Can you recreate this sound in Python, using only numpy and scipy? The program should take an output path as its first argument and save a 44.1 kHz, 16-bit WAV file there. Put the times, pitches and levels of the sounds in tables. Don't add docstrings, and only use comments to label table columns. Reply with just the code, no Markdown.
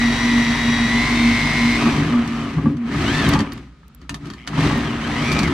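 import sys
import numpy as np
from scipy import signal
from scipy.fft import rfft, irfft, next_fast_len
from scipy.io import wavfile
from scipy.ndimage import uniform_filter1d, map_coordinates

SR = 44100
rng = np.random.default_rng(int(sys.argv[2]) if len(sys.argv) > 2 else 0)


def digitize_waveform(pressure):
    field = np.atleast_2d(pressure).T
    bounded = np.clip(field, -1, 1)
    quanta = np.round(bounded * 32767).astype(np.int16)
    wavfile.write(sys.argv[1], SR, quanta)


N = 243873

MAINS_HZ = 60
TURNS_PER_TOOTH = 10.25
STEADY_END_S = 1.78
FULL_SPEED_HZ, STALL_SPEED_HZ = 500, 66
HISS_SLOPE_DB = 30
# (frequency [Hz], relative level [dB])
SCRAPE_COLOUR = [(250, -34), (400, 1), (540, -6), (700, 1.5), (860, -1), (1020, 3.5), (1230, 0.5),
                 (1450, -2), (1800, -1), (2400, -4.5), (3200, -8.5), (6000, -58)]


def amp(db):
    return 10 ** (np.asarray(db) / 20)


def unit(x):
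    return x / np.sqrt(np.mean(x ** 2) + 1e-20)


def along(points, hz):
    f, v = np.transpose(points)
    return np.interp(np.log(hz + 1), np.log(f + 1), v)


def curves(rows):
    s, *cols = np.transpose(rows)
    return [np.interp(np.arange(N) / SR, s, c) for c in cols]


def wobble(rate_hz):
    knots = rng.standard_normal(int(N * rate_hz / SR) + 4)
    return map_coordinates(knots, [np.arange(N) * rate_hz / SR])


def phase(hz):
    return 2 * np.pi * np.cumsum(hz * np.ones(N)) / SR


def filtered(x, response):
    m = next_fast_len(N + SR // 2)
    return irfft(rfft(x, m) * response(np.fft.rfftfreq(m, 1 / SR)), m)[..., :N]


def coloured(x, spectrum):
    return unit(filtered(x, lambda hz: amp(along(spectrum, hz))))


def fade(t, t60_s):
    return np.exp(-np.log(1000) * t / t60_s)


def swell(centre_s, half_s):
    return np.exp(-((np.arange(N) / SR - centre_s) / half_s) ** 2)


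def swells(rows):
    return sum((amp(db) * swell(s, half_s)) ** 2 for s, half_s, db in rows)


def add(track, s, sound):
    part = track[..., round(s * SR):][..., :sound.shape[-1]]
    part += sound[..., :part.shape[-1]]


def pace(speed_hz):
    return np.log10(np.maximum(speed_hz - STALL_SPEED_HZ, 1) / (FULL_SPEED_HZ - STALL_SPEED_HZ))


def outdoor_air():
    # (frequency [Hz], relative level [dB])
    air_colour = [(25, -21), (60, 24), (100, -5), (150, 12.5), (240, 4.5), (330, -6.5), (550, -14),
                  (1000, -21), (1260, -6), (1600, -15.5), (4000, -20), (9000, -35.5), (15000, -55)]
    return amp(-44.0) * coloured(rng.standard_normal((2, N)), air_colour)


def bed_echo(x):
    # (frequency [Hz], t60 [s])
    wall_decay = [(150, 0.59), (1500, 0.14), (6000, 0.097), (12000, 0.12)]
    hz, t, z = signal.stft(rng.standard_normal((2, SR // 3)), SR, nperseg=256)
    decay = fade(t, along(wall_decay, hz)[:, None])
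    tail = signal.istft(z * decay, SR, nperseg=256)[1]
    return signal.fftconvolve(x, tail / np.linalg.norm(tail[0]), axes=1)[:, :N]


def spread(pair):
    # (frequency [Hz], correlation [-])
    likeness = [(300, .993), (500, .88), (1000, .8), (2200, .55), (5000, .3), (8000, 0)]

    def mid_side_gains(hz):
        turn = np.arccos(np.clip(along(likeness, hz), -1, 1)) / 2
        return np.array([np.cos(turn), np.sin(turn)])

    mid, side = filtered(pair, mid_side_gains)
    return np.array([mid + side, mid - side])


def chips():
    # (time [s], crack level [dB], ping level [dB])
    landings = [(3.291, -24, -36), (3.533, -42, -37), (3.8812, -50, -55), (3.948, -45.5, -38.5),
                (4.777, -40, -40), (5.327, -31, -38)]
    # (frequency [Hz], relative level [dB])
    tick_colour = [(2000, -9), (6000, 0), (9000, -2), (13000, 1), (15500, -14)]
    t = np.arange(SR // 20) / SR
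    decay = fade(t, .016)
    cracks, pings = np.zeros(N), np.zeros(N)
    for s, crack_db, ping_db in landings:
        add(cracks, s, amp(crack_db) * decay)
        add(pings, s, amp(ping_db) * decay)
    ping = np.sin(phase(12300 + 450 * wobble(1500)))
    return cracks * coloured(rng.standard_normal((2, N)), tick_colour) + pings * ping


def panel(force):
    # (frequency [Hz], width [Hz], level [dB])
    floor_modes = [(56.6, 25.5, -6.5), (88, 36.5, -5.5), (117, 20, -2), (153.7, 13.2, 1.5),
                   (181.3, 12.7, -8.5), (209.7, 8.8, 0.5), (264.2, 26.8, -0.5), (286.4, 19.7, 3),
                   (320.4, 37, -8), (345.6, 25.8, -5.5), (400, 29, -13)]

    def response(f):
        total = 0
        for k, (centre, width, db) in enumerate(floor_modes):
            damping = 1j * f * width
            total = total + (-1) ** k * amp(db) * damping / (centre ** 2 - f ** 2 + damping)
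        return total

    return filtered(force, response)


def ring(modes, t):
    total = 0
    for hz, db, t60_s in modes:
        strength = amp(db + rng.normal(0, 2.2, (2, 1)))
        start_turns = rng.random((2, 1))
        total = total + strength * fade(t, t60_s) * np.sin(2 * np.pi * (hz * t + start_turns))
    return total


def knocks():
    # (time [s], level [dB], thud re level [dB], cup ring re level [dB])
    clacks = [(2.275, -20, 12, -11), (2.768, -33, -2, -1), (2.779, -47, -4, -4), (3.287, -12, -15, -10),
              (3.335, -11, -10, 2), (3.39, -15, 7, 1), (3.404, -16, 13, 1), (3.52, -22.5, 7, 0),
              (3.576, -30, -3, -8), (4.015, -38, 2, 0), (4.0933, -11.5, -4, -8), (4.143, -15, -10, -4),
              (4.256, -29, 8, -8), (4.269, -30, 12, -5), (4.301, -23.5, 8.5, 0), (4.3353, -28, 6, 2),
              (4.468, -29, 0, -6), (4.4742, -13, -8, -3.5), (5.3171, -11, 4, -8), (5.327, -17, -11, -4),
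              (5.3893, -6, -8, -14), (5.431, -11, -7, -11), (5.476, -19, -3, -10)]
    # (time [s], thud level [dB], clank level [dB])
    snags = [(1.865, -2, -21), (1.97, -9, -26), (2.136, -26, -21), (2.5825, -10, -23), (2.657, -5, -21),
             (3.278, 0, -33), (3.354, -4, -13), (3.394, -1, -19), (4.577, -2.5, -22), (4.652, -2, -31),
             (4.71, -5, -18), (4.757, -7, -22)]
    # (time [s], level [dB])
    rattles = [(3.831, -46), (3.899, -54), (4.05, -46), (4.227, -42), (4.245, -38), (4.532, -25),
               (4.653, -23), (5.07, -23.5), (5.478, -16.5), (5.522, -22)]
    # (frequency [Hz], level [dB], t60 [s])
    cup_modes = [(1240, -9.5, 0.051), (1820, -7, 0.025), (2010, -18, 0.043), (2450, -30, 0.027),
                 (3140, -16, 0.032), (3460, -17, 0.015), (4000, -22, 0.0065), (4580, -6, 0.012),
                 (5010, -21, 0.016), (6090, -20, 0.025), (6760, -25, 0.025)]
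    # (frequency [Hz], level [dB], t60 [s])
    jolt_modes = [(543, -5.5, 0.033), (780, -15, 0.017), (872, -4, 0.048), (1024, -9, 0.038),
                  (1167, -4.5, 0.058), (1270, -5, 0.017), (1640, -9, 0.038)]
    # (frequency [Hz], level [dB], t60 [s])
    tap_modes = [(910, 5, 0.018), (1215, -5, 0.03), (1282, 7.5, 0.05), (1560, -4.5, 0.026),
                 (1770, 1, 0.018), (3240, -23, 0.035)]
    # (frequency [Hz], relative level [dB])
    crack_colour = [(300, -16), (1200, 9.5), (2500, 7), (4500, 6.5), (7000, -2), (10000, -8), (15000, -27)]
    steel, force = np.zeros((2, N)), np.zeros(N)
    cracks, crunches = np.zeros(N), np.zeros(N)
    t = np.arange(SR // 4) / SR
    crack = coloured(rng.standard_normal((2, N)), crack_colour)
    crunch = coloured(rng.standard_normal((2, N)), SCRAPE_COLOUR)
    push = fade(t, 0.0042) / fade(t, 0.0033).sum()
    seat = 1 - fade(t, .006)
    for s, db, thud_db, cup_db in clacks:
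        add(steel, s, amp(db + cup_db) * seat * ring(cup_modes, t))
        add(cracks, s, amp(db - 6.5) * seat * fade(t, 0.027))
        add(force, s, amp(db + thud_db + 35.0) * push)
    for s, thud_db, clank_db in snags:
        add(force, s, amp(thud_db + 36.5) * push)
        add(crunches, s, amp(thud_db - 27) * seat * fade(t, .06))
        add(steel, s, amp(clank_db) * seat * ring(jolt_modes, t))
    for s, db in rattles:
        add(steel, s, amp(db - 5.5) * seat * ring(tap_modes, t))
    return steel + cracks * crack + crunches * crunch, panel(force)


def trigger(ripple):
    # (time [s], level [dB])
    buzz_levels = [(4.36, -100), (4.38, -46), (4.42, -46), (4.46, -49), (4.52, -90)]
    # (frequency [Hz], relative level [dB])
    buzz_colour = [(1200, -29), (2100, 7), (2600, -6), (3100, 4), (3600, -16), (5700, -18), (15000, -43)]
    buzz_db, = curves(buzz_levels)
    jerks = amp(8.3 * np.cos(ripple)) * rng.standard_normal((2, N))
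    return amp(buzz_db) * coloured(jerks, buzz_colour)


def drive(steady):
    # (time [s], motor speed [turns/s])
    burst_speeds = [(1.78, 636), (1.83, 632), (1.9, 598), (1.97, 525), (2.08, 403), (2.15, 345),
                    (2.25, 292), (2.3, 287), (2.37, 305), (2.43, 305), (2.5, 275), (2.7, 127), (2.78, 92),
                    (2.86, 130), (2.95, 216), (3.09, 387), (3.15, 440), (3.2, 450), (3.27, 390),
                    (3.45, 165), (3.56, 88), (3.72, 35), (4.38, 30), (4.48, 105), (4.54, 240), (4.61, 455),
                    (4.68, 475), (4.8, 460), (4.86, 416), (4.92, 356), (4.97, 335), (5.02, 356),
                    (5.07, 408), (5.21, 517), (5.26, 572), (5.33, 583), (5.39, 592), (5.44, 545),
                    (5.53, 400)]
    # (start [s], boom [dB], scrape [dB], hiss [dB], whine at top speed [dB],
    # whine fall per decade of speed [dB], overtones [dB], case ring [dB], swing [rad], smear [rad])
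    burst_settings = [(1.7, -22.5, -27.3, -31.3, -31, 35, -42, -35, 1.1, .8),
                      (2.27, -23, -30.5, -30.5, -38.5, 80, -38, -38, 1, 1),
                      (2.78, -20.5, -26.5, -25.8, -24.5, 105, -27.5, -27.5, .75, .62),
                      (4.1, -21.5, -29.3, -32.3, -36, 80, -45, -28.5, 1, .65),
                      (4.98, -24, -28.5, -32, -28, 50, -41, -29.5, 1.05, .6)]
    # (time [s], motor speed [turns/s])
    feed_speeds = [(0, 489), (.12, 477), (.28, 488), (.42, 483), (.55, 474), (.69, 481), (.82, 476),
                   (1.14, 523), (1.24, 525), (1.44, 507), (1.64, 508), (1.78, 502)]
    # (time [s], whine [dB], ripple swing [rad])
    feed_loads = [(0, -21.5, 1), (.12, -25.5, 1.05), (.3, -23, .9), (.5, -24.5, 1.15), (.75, -24.5, 1.15),
                  (.95, -21.5, .9), (1.2, -22.5, 1.05), (1.4, -21.5, 1.1), (1.55, -21.5, 1.4),
                  (1.78, -21.3, 1.45)]
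    blend_s, pull_accel = .08, 3100
    pull_hiss_db, pull_tones_db = 2, 5

    def smooth(x, s):
        return uniform_filter1d(x, int(s * SR), axis=-1)

    speed_hz = smooth(curves(burst_speeds)[0], blend_s / 2)
    start_s, *settings = np.transpose(burst_settings)
    burst = np.maximum(np.searchsorted(start_s, np.arange(N) / SR) - 1, 0)
    tops_hz = [speed_hz[burst == k].max() for k in range(len(start_s))]
    blended = smooth(np.array([tops_hz, *settings])[:, burst], blend_s)
    top_hz, boom_db, scrape_db, hiss_db, whine_db, fall_db, tones_db, ring_db, swing, smear = blended
    pull = np.tanh(np.gradient(speed_hz) * SR / pull_accel)
    bursts = [speed_hz, boom_db, scrape_db, hiss_db + pull_hiss_db * pull,
              whine_db + fall_db * np.log10(speed_hz / top_hz),
              tones_db + pull_tones_db * pull, ring_db + pull_tones_db * pull / 2, swing, smear]
    feed_speed_hz, = curves(feed_speeds)
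    feed_whine_db, feed_swing = curves(feed_loads)
    feed = [feed_speed_hz, -28, -27.5, -27, feed_whine_db, -26.5, -26.5, feed_swing, .62]
    return [steady * even + (1 - steady) * rough for even, rough in zip(feed, bursts)]


def motor(shaft, ripple, steady, whine_db, tones_db, ring_db, swing, smear):
    # (multiple of shaft rate [-], level in even feed [dB], level in uneven feed [dB])
    orders = [(2, -8.5, -7), (5, -10, -21), (6, -19, -5), (7, -8, -18), (8, -5, -2), (9, -17, -14),
              (10, -10, -1.5), (12, -9, -15)]
    # (frequency [Hz], gain [dB])
    mesh_case = [(1780, 1.5), (1890, -.5), (1950, 2), (2060, -1.5), (2150, 2.5), (2220, -1.5), (2340, 1.5),
                 (2450, 3), (2600, -2)]
    # (frequency [Hz], gain [dB])
    gear_case = [(300, -33), (1000, 1), (1500, -2.5), (1800, 4), (2400, -1.5), (2650, -3), (3100, -3),
                 (3400, -10), (3830, 1), (4150, -8), (4450, -9.5), (4800, -18), (5070, -3), (5250, -10.5),
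                 (5800, -3), (6150, -16), (6600, -18)]
    case_hz, case_width_hz = 3100, 170
    mesh = 4 * shaft
    torque = amp(.7 * wobble(40) + .6 * np.cos(shaft / TURNS_PER_TOOTH)) * (1 + .35 * np.cos(ripple))
    whine_angle = mesh + swing * np.sin(ripple) + .15 * smear * wobble(100)
    whine = amp(whine_db) * torque * np.sin(whine_angle)
    waver = amp((2.2 - 1.2 * steady) * wobble(35))
    whine = waver * filtered(whine, lambda hz: amp(along(mesh_case, hz)))
    flutter = amp(3 * (1 - steady) * (wobble(150) + .6 * wobble(35)))
    tones = np.zeros(N)
    for k, even_db, rough_db in orders:
        level_db = rough_db + steady * (even_db - rough_db) + 1.65 * wobble(14)
        tones += amp(level_db) * np.sin(k * shaft + smear * wobble(160))
    tones = torque * flutter * tones
    overtones = filtered(tones, lambda hz: amp(along(gear_case, hz)))
    flare = filtered(tones, lambda hz: 1 / (1 + ((hz - case_hz) / case_width_hz) ** 2))
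    hum = amp(-34.5) * steady * np.sin(ripple)
    return whine + amp(tones_db) * overtones + amp(ring_db) * flare + hum


def grit(grain_db, grain_rate_hz):
    return rng.standard_normal((2, N)) * amp(grain_db * wobble(grain_rate_hz))


def cutting(shaft, ripple, steady, speed_hz, boom_db, scrape_db, hiss_db):
    # (time [s], half length [s], boom level [dB], scrape level [dB])
    leans = [(2.022, 0.076, -19, -41), (2.58, 0.012, -15.5, -71), (2.678, 0.08, -17.5, -49.5),
             (3.003, 0.1, -19, -31), (3.277, 0.068, -16, -28.5), (3.342, 0.025, -12.5, -26),
             (3.406, 0.025, -15, -40), (3.573, 0.1, -34.5, -48), (4.034, 0.028, -42, -57.5),
             (4.141, 0.035, -32, -59), (4.27, 0.065, -29.5, -45), (4.38, 0.069, -42, -51.5),
             (4.642, 0.089, -18, -27.5), (5.518, 0.14, -16.5, -49)]
    # (time [s], half length [s], level [dB])
    outbreaks = [(0.069, 0.076, -15.5), (0.262, 0.051, -17.5), (0.37, 0.069, -14), (0.502, 0.052, -17),
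                 (0.694, 0.071, -17), (0.829, 0.043, -15.5), (0.967, 0.063, -18), (1.127, 0.029, -18),
                 (1.26, 0.088, -13.5), (1.456, 0.059, -24), (1.657, 0.082, -15.5), (1.868, 0.026, -13.5),
                 (2.006, .03, -28), (2.169, 0.054, -12), (2.352, 0.097, -24), (2.675, 0.017, -11.5),
                 (2.829, 0.083, -22.5)]
    # (multiple of tooth rate [-], level [dB])
    tooth_tones = [(1, -32), (2, -35.5), (3, -34.5), (6, -35)]
    # (frequency [Hz], relative level [dB])
    hiss_colour = [(1200, -13), (2000, 4.5), (2600, -1.5), (3200, -3), (3900, -2), (4600, -4.5),
                   (5300, -8.5), (5900, -7.5), (7000, -14.5), (8300, -14.5), (9500, -22), (12300, -28),
                   (14000, -37.5), (15800, -67)]
    # (frequency [Hz], relative level [dB])
    sing_colour = [(600, 8), (1050, -27), (1180, 10), (1270, 17.5), (1400, -18), (2200, -29), (9000, -70)]
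    # (frequency [Hz], relative level [dB])
    lean_colour = [(70, -3), (115, -1.5), (160, 1.5), (240, -3), (400, -2.5)]
    boom_slope_db, scrape_slope_db, chatter_slope_db = 17.5, 15.5, 13.5
    fast = pace(speed_hz)
    rocking = 1 - steady
    lean_gain = np.sqrt(swells([(s, half_s, db) for s, half_s, db, _ in leans]))
    rub_gain = np.sqrt(swells([(s, half_s, db) for s, half_s, _, db in leans]))
    scrape_gain = np.hypot(amp(scrape_db + scrape_slope_db * fast), rub_gain)
    hiss_gain = np.hypot(amp(hiss_db + HISS_SLOPE_DB * fast), amp(-3) * rub_gain)

    tooth = shaft / TURNS_PER_TOOTH
    ripple_db = 1.2 + 1.4 * rocking * speed_hz / FULL_SPEED_HZ
    pulsing = amp(.7 * np.cos(tooth) + ripple_db * np.cos(ripple) - .4)
    spray = amp(.7 * np.cos(tooth) + .5 * np.cos(ripple) + .7 * rocking * wobble(110))
    bite = pulsing * amp(0.72 * rocking * wobble(110))
    scrape = scrape_gain * coloured(bite * grit(1.5, 900), SCRAPE_COLOUR)
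    hiss = hiss_gain * coloured(spray * grit(0.7, 840), hiss_colour)
    sing = amp(-6.5) * scrape_gain * rocking * coloured(bite * grit(-4.0, 200), sing_colour)

    boom = amp(boom_db + boom_slope_db * fast) * unit(panel(bite * rng.standard_normal(N)))
    boom = boom + lean_gain * unit(panel(coloured(rng.standard_normal(N), lean_colour)))
    base_gain = amp(-30 + chatter_slope_db * fast + 3.2 * wobble(14))
    chatter_gain = np.sqrt(base_gain ** 2 + swells(outbreaks))
    chatter_hz = 236 + (4.5 - 2.74 * steady) * wobble(35)
    chatter = chatter_gain * amp(0.42 * wobble(30)) * np.sqrt(2) * np.sin(phase(chatter_hz))
    feed_db = 0.074 * (speed_hz - FULL_SPEED_HZ)
    rumble = np.zeros(N)
    for k, db in tooth_tones:
        tone = np.sqrt(2) * np.sin(k * tooth + 0.11 * k * wobble(10.2))
        rumble += amp(db + feed_db + wobble(27.0)) * tone
    return scrape + hiss + sing + boom, chatter + steady * rumble


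def scene():
    steady, = curves([(STEADY_END_S - .01, 1), (STEADY_END_S + 0.00604, 0)])
    speed_hz, boom_db, scrape_db, hiss_db, whine_db, tones_db, ring_db, swing, smear = drive(steady)
    shaft = phase(speed_hz * (1 + .0005 * wobble(25)))
    ripple = phase(2 * MAINS_HZ)
    grind, drone = cutting(shaft, ripple, steady, speed_hz, boom_db, scrape_db, hiss_db)
    speed_db = HISS_SLOPE_DB * pace(speed_hz)
    gears = motor(shaft, ripple, steady, whine_db, tones_db + speed_db, ring_db + speed_db, swing, smear)
    clacks, thuds = knocks()
    echo = amp(-3.5) * bed_echo(clacks)
    wide = spread(grind + trigger(ripple) + clacks + echo + outdoor_air())
    return wide + drone + thuds + gears + chips()


def record(dry):
    # (frequency [Hz], left minus right [dB])
    balance = [(240, -.2), (480, .8), (950, .8), (1900, 1.8), (3800, 1.3), (7500, -3), (14000, -7)]
    lag_samples, top_hz = .7, 15800
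    sides = np.array([[.5], [-.5]])

    def response(hz):
        delay = np.exp(-2j * np.pi * sides * hz * lag_samples / SR)
        return amp(sides * along(balance, hz)) * delay * (hz < top_hz)

    return filtered(dry, response)


dry = scene()
out = record(dry)
digitize_waveform(out)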